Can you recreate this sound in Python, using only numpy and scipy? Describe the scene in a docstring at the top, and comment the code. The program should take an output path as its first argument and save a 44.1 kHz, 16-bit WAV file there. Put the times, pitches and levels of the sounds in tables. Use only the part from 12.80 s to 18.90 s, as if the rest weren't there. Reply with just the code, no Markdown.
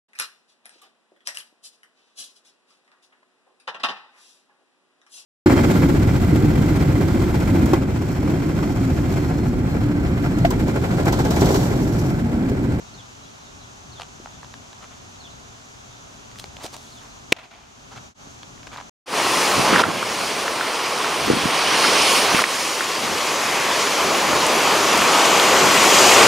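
"""A baseball pitch and catch

Shoes click and scuff on the dirt of an outdoor field, then the ball smacks into a leather mitt.
The smack overloads the microphone, echoes off the dugouts and trees, and pushes the volume down
for about half a second. Behind it are a distant rumble, a low hum, insects and small birds."""
import sys
import numpy as np
from scipy import signal
from scipy.fft import rfft, irfft, next_fast_len
from scipy.io import wavfile

SR = 44100
rng = np.random.default_rng(int(sys.argv[2]) if len(sys.argv) > 2 else 0)


def wav_out(sig):
    """Save sig, one row per channel (or a flat mono array), as 16-bit PCM at SR to the path in sys.argv[1]."""
    wavfile.write(sys.argv[1], SR, np.round(np.clip(np.atleast_2d(sig).T, -1, 1) * 32767).astype(np.int16))


N = 268861
T = np.arange(N) / SR

# Tone of distant traffic and leaves. Each row: frequency in Hz, relative level in dB.
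FIELD_COLOUR = [(15, -45), (25, -5.5), (108, -0.5), (195, -6.5), (285, -6), (326, -14), (394, -9),
                (463, -15.5), (734, -10), (1330, -13.5), (1950, -21.7), (3430, -18), (4870, -19.5),
                (6380, -16.5), (9500, -33.5), (13000, -38.5), (16000, -49)]
# How wide they sound. Each row: frequency in Hz, level in dB of the ears' difference over their shared part.
FIELD_WIDTH = [(60, -12), (120, -9), (220, -3.5), (400, 3), (700, 2.5), (1300, 4), (2400, 6), (4400, -3.5),
               (7000, -1.5), (15000, 9)]
# Tones of a far machine. Each row: pitch in Hz, level in dB.
HUM_TONES = [(120, -60.5), (229, -64.5), (283, -68.5)]
# The insects' high band. Each row: frequency in Hz, relative level in dB.
INSECT_COLOUR = [(4500, -47), (5800, -10.5), (6450, -5.5), (7100, -11), (8800, -41)]
# One bird call: two falling slides and a faint last note.
# Each row: seconds into the call, pitch in Hz, relative level in dB.
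CALL_SHAPE = [(0, 4280, -8), (.007, 4400, 4), (.024, 3950, 0), (.033, 3650, -18), (.044, 3690, 3),
              (.062, 3430, 5), (.092, 2900, -7), (.104, 4100, -18), (.116, 4000, -9), (.132, 3880, -21)]
# When the bird calls. Each row: start in seconds, level in dB.
BIRD_CALLS = [(.137, -50.5), (1.116, -50.5), (2.398, -48), (4.116, -52)]
# Faint, short bird notes. Each row: middle in seconds, pitch in Hz, level in dB.
TWITTERS = [(.07, 3800, -56), (.44, 3930, -55), (.46, 3380, -55), (.62, 3900, -56), (.67, 3750, -54.5),
            (.82, 3950, -54.5), (.85, 3200, -57), (1.53, 3750, -55), (2.513, 4030, -52.5),
            (3.12, 3680, -55), (3.17, 3720, -56), (4.06, 3300, -56.5), (4.08, 4000, -55),
            (4.31, 4400, -55.5)]
# Soles sliding on dirt. Each row: middle in seconds, rough half length in seconds, level in dB,
# force from 0 to 1, hollow tone of the sole in Hz.
SCUFFS = [(1.216, .025, -42.5, .2, 720), (2.034, .02, -43, .3, 680), (2.125, .017, -46.5, 0, 680),
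          (3.817, .016, -41, .45, 850), (3.850, .023, -37.5, 1, 700), (3.942, .015, -40.5, .95, 900),
          (4.245, .03, -46.5, 0, 880), (5.126, .014, -42.5, .4, 1250), (5.171, .017, -41, .35, 1400),
          (5.874, .005, -40, .4, 1050), (5.936, .017, -37.5, .35, 1100), (5.992, .03, -39, .1, 1050)]
# Tone of dirt under a sole. Each row: frequency in Hz, relative level in dB.
DIRT_COLOUR = [(60, -20), (250, -4), (700, 1.5), (1100, 3), (1800, -4), (4200, -5.5), (7000, -11),
               (11000, -20), (16000, -28)]
# Sand flicked up by a shoe. Each row: middle in seconds, rough half length in seconds, level in dB.
SAND_SPRAYS = [(3.601, .037, -49), (3.598, .0025, -36.5), (3.842, .007, -37), (3.8645, .0035, -35.5),
               (3.94, .009, -43.5), (3.9662, .001, -37), (4.03, .27, -53.5)]
# Tone of loose sand. Each row: frequency in Hz, relative level in dB.
SAND_COLOUR = [(1000, -12), (2800, -10), (3600, -1), (4600, -2.5), (6500, -4.5), (9000, -7.5), (15000, -20)]
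# How a loose pebble rings. Each row: pitch in Hz, relative level in dB, seconds to fade by 60 dB.
PEBBLE_TONES = [(3450, -2, .024), (4130, 0, .02), (4900, -1, .014), (7000, 2, .004), (9000, -3, .003)]
# A cleat catches on it. Each row: start in seconds, level in dB, freedom to ring from 0 to 1.
PEBBLE_SKIDS = [(3.5875, -31, .15), (3.5950, -40, 1), (3.5966, -35, .9), (3.5981, -31, .7),
                (3.6045, -43, .6), (3.6582, -38, .2)]
# A shoe presses on a small stone. Each row: start in seconds, level in dB,
# level of the tick against the knock in dB, knock pitch in Hz, tick pitch in Hz.
STONE_CLICKS = [(1.1983, -22, -2.5, 815, 3150), (1.2100, -30, 7.5, 1050, 4200),
                (1.2185, -26.5, 6.5, 810, 4200), (1.2327, -32, 4.5, 845, 2950),
                (1.4590, -21, -15, 875, 2100), (1.4726, -30, -8, 900, 1900),
                (1.6310, -26, -5.5, 1090, 3500), (1.646, -31.5, -2.5, 980, 3400),
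                (1.7400, -27, -.5, 1130, 2750), (1.9305, -32.5, 1, 1100, 3600),
                (2.0432, -31.5, -9, 1310, 2600), (2.3592, -40, 2.5, 1280, 3150),
                (3.5146, -36.5, 3, 1300, 2800), (3.5585, -32.5, -1.5, 1250, 2400),
                (3.6414, -27, 5, 805, 4400), (3.7680, -31, 4.5, 650, 2900), (3.7870, -32, -8, 750, 1500),
                (3.8640, -30, 8, 900, 3800), (3.9654, -30, 2, 650, 3800), (5.1360, -34, -3, 1300, 2800),
                (5.1775, -30, -5, 1500, 2500), (5.6320, -32, 4.5, 1150, 3100),
                (5.7783, -35, -10, 1190, 2000), (5.8315, -37, 6, 1120, 2750),
                (5.8710, -27.5, -2.5, 1050, 2300), (5.9610, -22, -10, 1060, 2200),
                (5.9732, -29, 2.5, 1150, 3900), (5.9805, -25, -14, 1200, 2200),
                (5.9862, -25, -12, 1000, 2000), (6.0015, -24, -10, 1050, 2300),
                (6.0118, -26.5, -8, 1050, 2250)]
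# Tone of grit crushed in a click. Each row: frequency in Hz, relative level in dB.
GRIT_COLOUR = [(400, -10), (1200, -4), (2600, 2), (4400, 1.5), (6500, -8.5), (15000, -19)]
# Dull heel knocks. Each row: start in seconds, level in dB, pitch in Hz.
HEEL_KNOCKS = [(1.4000, -27.5, 330), (3.6420, -34, 418), (3.845, -23, 400), (5.472, -28, 200)]
# Echoes of the smack. Each row: delay in seconds, level in dB, seconds to fade by 60 dB.
ECHOES = [(.004, -33, .06), (.018, -40.5, .3), (.041, -27, 0.12), (.062, -30.5, 0.25), (.107, -33.5, .2),
          (.185, -38.5, 0.7)]
# Tone of the echoes. Each row: frequency in Hz, relative level in dB.
ECHO_COLOUR = [(100, -15.5), (300, 0), (520, -8), (700, 6.5), (1000, 2), (1700, -2.5), (2500, 0),
               (4200, -8.5), (6000, -15.5), (15000, -35.5)]
# The ball meets the mitt, then settles in its pocket.
# Each row: start in seconds, leather crack in dB, pocket thump in dB.
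BALL_HITS = [(4.52209, -18, -7.5), (4.52263, -2.2, -2.6), (4.52519, 1.6, -6.8), (4.52565, 3.1, -28)]
# How stiff leather rings. Each row: pitch in Hz, relative level in dB, seconds to fade by 60 dB.
LEATHER_TONES = [(1125, -8.8, .013), (2465, -11.6, .0074), (2644, -13.5, .0083), (2895, -8.3, .006),
                 (3266, -3.3, .0038), (4194, -10.5, .0023), (5510, -11.5, .0066), (7546, -15.8, .007),
                 (8654, -14.7, .0025), (10770, -22, .003)]
# The pocket's air and padding. Each row: pitch in Hz, relative level in dB, seconds to fade by 60 dB.
POCKET_TONES = [(180, -11.5, .026), (326, -3.5, .0092), (523, -8.6, .028), (675, -8.2, .0127)]

OPPOSITE_EARS = np.array([[1], [-1]])  # flips a sound in the right ear, for width


def gain(db):
    """Turn decibels into a number to multiply by."""
    return 10 ** (np.asarray(db) / 20)


def normalise(x):
    """Scale a sound to an average power of 1."""
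    return x / np.sqrt(np.mean(x ** 2))


def colour(x, points):
    """Shape a sound's tone with rows of frequency in Hz and level in dB."""
    size = next_fast_len(len(x))
    bin_hz = np.arange(size // 2 + 1) * SR / size
    hz, db = np.transpose(points)
    curve_db = np.interp(np.log(bin_hz + 1), np.log(hz), db)
    return irfft(rfft(x, size) * gain(curve_db), size)[:len(x)]


def pass_band(x, hz, kind, order=2):
    """Keep the "low" or the "high" side of a frequency."""
    return signal.sosfilt(signal.butter(order, hz, kind, fs=SR, output="sos"), x)


def wander(rate):
    """A random curve of size about 1, with `rate` turns a second."""
    steps = rng.standard_normal(int(T[-1] * rate) + 2)
    return np.sqrt(3 / 2) * np.interp(T * rate, np.arange(len(steps)), steps)


def fade(t, fade_s):
    """Die away by 60 dB every `fade_s` seconds."""
    return np.exp(-np.log(1000) * t / fade_s)


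def tone(hz):
    """A pure tone that follows a changing pitch."""
    return np.sin(2 * np.pi * np.cumsum(hz) / SR)


def ring(tones):
    """The fading tones of an object after a sharp blow."""
    t = T[:SR // 20]
    return sum(gain(db) * np.sin(2 * np.pi * hz * t) * fade(t, fade_s) for hz, db, fade_s in tones)


def add(track, start_s, sound):
    """Mix a sound into a track at a given time."""
    i = int(round(start_s * SR))
    track[i:i + len(sound)] += sound[:len(track) - i]


def pan(x, left_db):
    """Make a sound `left_db` louder in the left ear than in the right."""
    return x * gain(np.array([[left_db], [-left_db]]) / 2)


def traffic_and_leaves(db=-46.5, flutter_db=1.5, swell_db=-0.23, rumble_db=-0.03):
    """Distant traffic and leaves make a fluttering rumble under a wide, smooth hiss."""
    shared, side = (normalise(colour(rng.standard_normal(N), FIELD_COLOUR)) for _ in range(2))
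    air = shared + colour(side, FIELD_WIDTH) * OPPOSITE_EARS
    rumble = signal.sosfiltfilt(signal.butter(2, 330, fs=SR, output="sos"), air)
    fluttering = pan(rumble, left_db=3) * gain(rumble_db + flutter_db * wander(12))
    return (air - rumble + fluttering) * gain(db + swell_db * wander(2.7))


def machine_hum(waver_db=2, drift=.006):
    """A far machine hums, wavering in level and pitch."""
    hum = sum(gain(db + waver_db * wander(9)) * tone(hz * (1 + drift * wander(14)))
              for hz, db in HUM_TONES)
    return pan(np.sqrt(2) * hum, left_db=3)


def insects(db=-58, shimmer_db=1.5):
    """Many insects rasp together in one narrow, high band."""
    rasps = (normalise(colour(rng.standard_normal(N), INSECT_COLOUR)) for _ in range(3))
    near, left, right = (rasp * gain(shimmer_db * wander(45)) for rasp in rasps)
    return gain(db) * (near + 0.54 * np.array([left, right]))


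def birds(trees_fade_s=0.28, call_echo_db=-3, twitter_echo_db=2.5, rasp=.055, clear_s=.045,
          twitter_rasp=.04, twitter_fall=.07):
    """A far bird repeats a falling call that turns raspy; fainter ones twitter deeper in the trees."""
    calls, twitters = np.zeros((2, N))
    times, hz, db = np.transpose(CALL_SHAPE)
    t = T[:int(times[-1] * SR)]
    roughness = rasp * np.clip(2 * (t / clear_s - 1), .2, 1)
    for start, call_db in BIRD_CALLS:
        pitch = np.interp(t, times, hz) * (1 + roughness * wander(450)[:len(t)])
        add(calls, start, gain(call_db + np.interp(t, times, db)) * tone(pitch))
    swell = np.hanning(SR // 18)
    slide = twitter_fall * np.linspace(.5, -.5, len(swell))
    for middle, note_hz, note_db in TWITTERS:
        pitch = note_hz * (1 + slide + twitter_rasp * wander(300)[:len(swell)])
        add(twitters, middle - len(swell) / SR / 2, gain(note_db) * swell * tone(pitch))
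    tails = rng.standard_normal((2, SR // 2)) * fade(T[:SR // 2], trees_fade_s)
    into_trees = gain(call_echo_db) * calls + gain(twitter_echo_db) * twitters
    from_trees = [signal.fftconvolve(into_trees, tail / np.linalg.norm(tail))[:N] for tail in tails]
    return calls + twitters + np.array(from_trees)


def grains(half_s, spectrum, grains_per_s=4000, scatter_db=3.4):
    """One second of uneven, crunching grains that swell and fade around its middle."""
    sizes = gain(scatter_db * np.minimum(rng.exponential(size=SR), 4)) * rng.choice([-1, 1], SR)
    impacts = sizes * (rng.random(SR) < grains_per_s / SR)
    swell = np.exp(-((T[:SR] - .5) / half_s) ** 2)
    return normalise(colour(impacts, spectrum)) * swell


def scuffs(side_db=-11, lows_cut_db=2, hollow_db=2.5, hollow_ratio=1.45):
    """A sliding sole crushes dirt with a hollow tone, and flicked sand hisses."""
    shared, side = np.zeros((2, N))
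    for track in (shared, side):
        for middle, half_s, db, force, sole_hz in SCUFFS:
            # Pressing harder adds both bass and treble.
            bass_db = np.interp(force, [0, 1], [-5.5, 6])
            treble_db = np.interp(force, [0, 1], [-9, 4])
            pressure = [(250, bass_db - lows_cut_db), (600, bass_db), (1200, 0), (2200, 0),
                        (4500, treble_db), (11000, 1.7 * treble_db)]
            hollow = [(sole_hz / hollow_ratio, 0), (sole_hz, hollow_db), (sole_hz * hollow_ratio, 0)]
            crunch = colour(grains(half_s, DIRT_COLOUR), pressure)
            add(track, middle - .5, gain(db) * colour(crunch, hollow))
        for middle, half_s, db in SAND_SPRAYS:
            add(track, middle - .5, gain(db) * grains(half_s, SAND_COLOUR))
    return pan(shared, left_db=-0.5) + gain(side_db) * side * OPPOSITE_EARS


def pebble():
    """A cleat skids over a pebble, which rings brightly, and more briefly when pinned down."""
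    out = np.zeros(N)
    for start, db, freedom in PEBBLE_SKIDS:
        tones = [(hz, tone_db, freedom * fade_s) for hz, tone_db, fade_s in PEBBLE_TONES]
        add(out, start, gain(db) * ring(tones))
    return pan(out, left_db=-0.5)


def click(db, tick_db, knock_hz, tick_hz, knock_fade_s=0.0092, overtone=1.526, overtone_db=-7,
          tick_fade_s=0.0031, grit_db=-7, crumble_db=3):
    """One short knock of the sole, with a hard tick and a little crumbling grit."""
    t = T[:SR // 20]
    knock = ring([(knock_hz, -1.5, knock_fade_s), (overtone * knock_hz, overtone_db, knock_fade_s)])
    tick = ring([(tick_hz, 0, tick_fade_s)])
    crumbs = rng.standard_normal(len(t)) * gain(crumble_db * rng.standard_normal(len(t)))
    grit = gain(grit_db) * normalise(colour(crumbs, GRIT_COLOUR)) * fade(t, fade_s=.011)
    return gain(db) * (knock + gain(tick_db) * (tick + grit))


def shoe_clicks(slips=5, slip_db=3.5, tick_hz=2500, tick_db=-3, pitch_spread=0.24, heel_fade_s=0.014):
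    """A sliding sole grips and slips a few times, stones click underfoot, and heels knock lower."""
    out = np.zeros(N)
    for middle, half_s, db, _, sole_hz in SCUFFS:
        for place in np.linspace(-1, 1, slips):
            late, size, pitch = rng.standard_normal(3)
            start = middle + half_s * (place + late / slips)
            shift = np.exp(pitch_spread * pitch)
            add(out, start, click(db + slip_db + 2 * size, tick_db, sole_hz * shift, tick_hz * shift))
    for start, *stone in STONE_CLICKS:
        add(out, start, click(*stone))
    out = pass_band(out, 560, "high", order=4)
    out = pass_band(out, 8000, "low", order=1)
    for start, db, hz in HEEL_KNOCKS:
        add(out, start, ring([(hz, db, heel_fade_s)]))
    return pan(out, left_db=0.5)


def echoes(side_db=-5, rise_s=0.0031, grain_db=2):
    """Dugouts, fence and trees scatter the smack back as a few dull, grainy bursts."""
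    t, catch_s = T[:SR], BALL_HITS[0][0]
    shared, side = np.zeros((2, N))
    for track in (shared, side):
        for delay, db, fade_s in ECHOES:
            grainy = rng.standard_normal(SR) * gain(grain_db * wander(300)[:SR])
            shape = np.minimum(t / rise_s, 1) * fade(t, fade_s)
            add(track, catch_s + delay, gain(db) * shape * normalise(colour(grainy, ECHO_COLOUR)))
    return shared + gain(side_db) * side * OPPOSITE_EARS


def mitt(ground_delay_s=0.00394, ground_db=-27.5):
    """The ball makes the leather crack and the pocket thump; the ground reflects both just after."""
    crack, thump = np.zeros((2, N))
    for start, crack_db, thump_db in BALL_HITS:
        add(crack, start, gain(crack_db) * ring(LEATHER_TONES))
        add(thump, start, gain(thump_db) * ring(POCKET_TONES))
    # The crack and the thump carry little bass.
    crack = pass_band(crack, 810, "high")
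    thump = pass_band(thump, 285, "high")
    direct = pan(crack, left_db=1) + pan(thump, left_db=3)
    reflected = pass_band(direct, 9000, "low", order=1)
    return direct + gain(ground_db) * np.roll(reflected, int(ground_delay_s * SR), axis=1)


def scene():
    """The open field, the footwork and the catch, added together."""
    background = traffic_and_leaves() + machine_hum() + insects() + birds()
    footwork = scuffs() + pebble() + shoe_clicks()
    return background + footwork + echoes() + mitt()


def record(dry, threshold_db=-10, recover_db_per_s=17, attack_s=.004, lag_s=0.0048,
           dip_s=5.341, dip_half_s=0.078, top_hz=15800):
    """The smack overloads, so the volume drops and creeps back; later the level dips briefly."""
    clipped = pass_band(np.clip(dry, -1, 1), 14500, "low")
    over_db = 20 * np.log10(np.abs(clipped).max(axis=0) + 1e-9) - threshold_db
    recovery_db = recover_db_per_s * T
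    held_db = np.maximum(np.maximum.accumulate(over_db + recovery_db) - recovery_db, 0)
    # The volume control reacts too late to catch the smack itself.
    late_db = np.interp(T - lag_s, T, held_db)
    smoothing = np.exp(-1 / (attack_s * SR))
    drop_db = signal.lfilter([1 - smoothing], [1, -smoothing], late_db)
    dip = np.minimum(np.abs(T - dip_s) / dip_half_s + .015, 1)
    turned_down = pass_band(clipped, 22, "high", order=1) * gain(-drop_db) * dip
    treble_cut = signal.ellip(12, .1, 90, top_hz, fs=SR, output="sos")
    return signal.sosfilt(treble_cut, turned_down)


dry = scene()
out = record(dry)
wav_out(out)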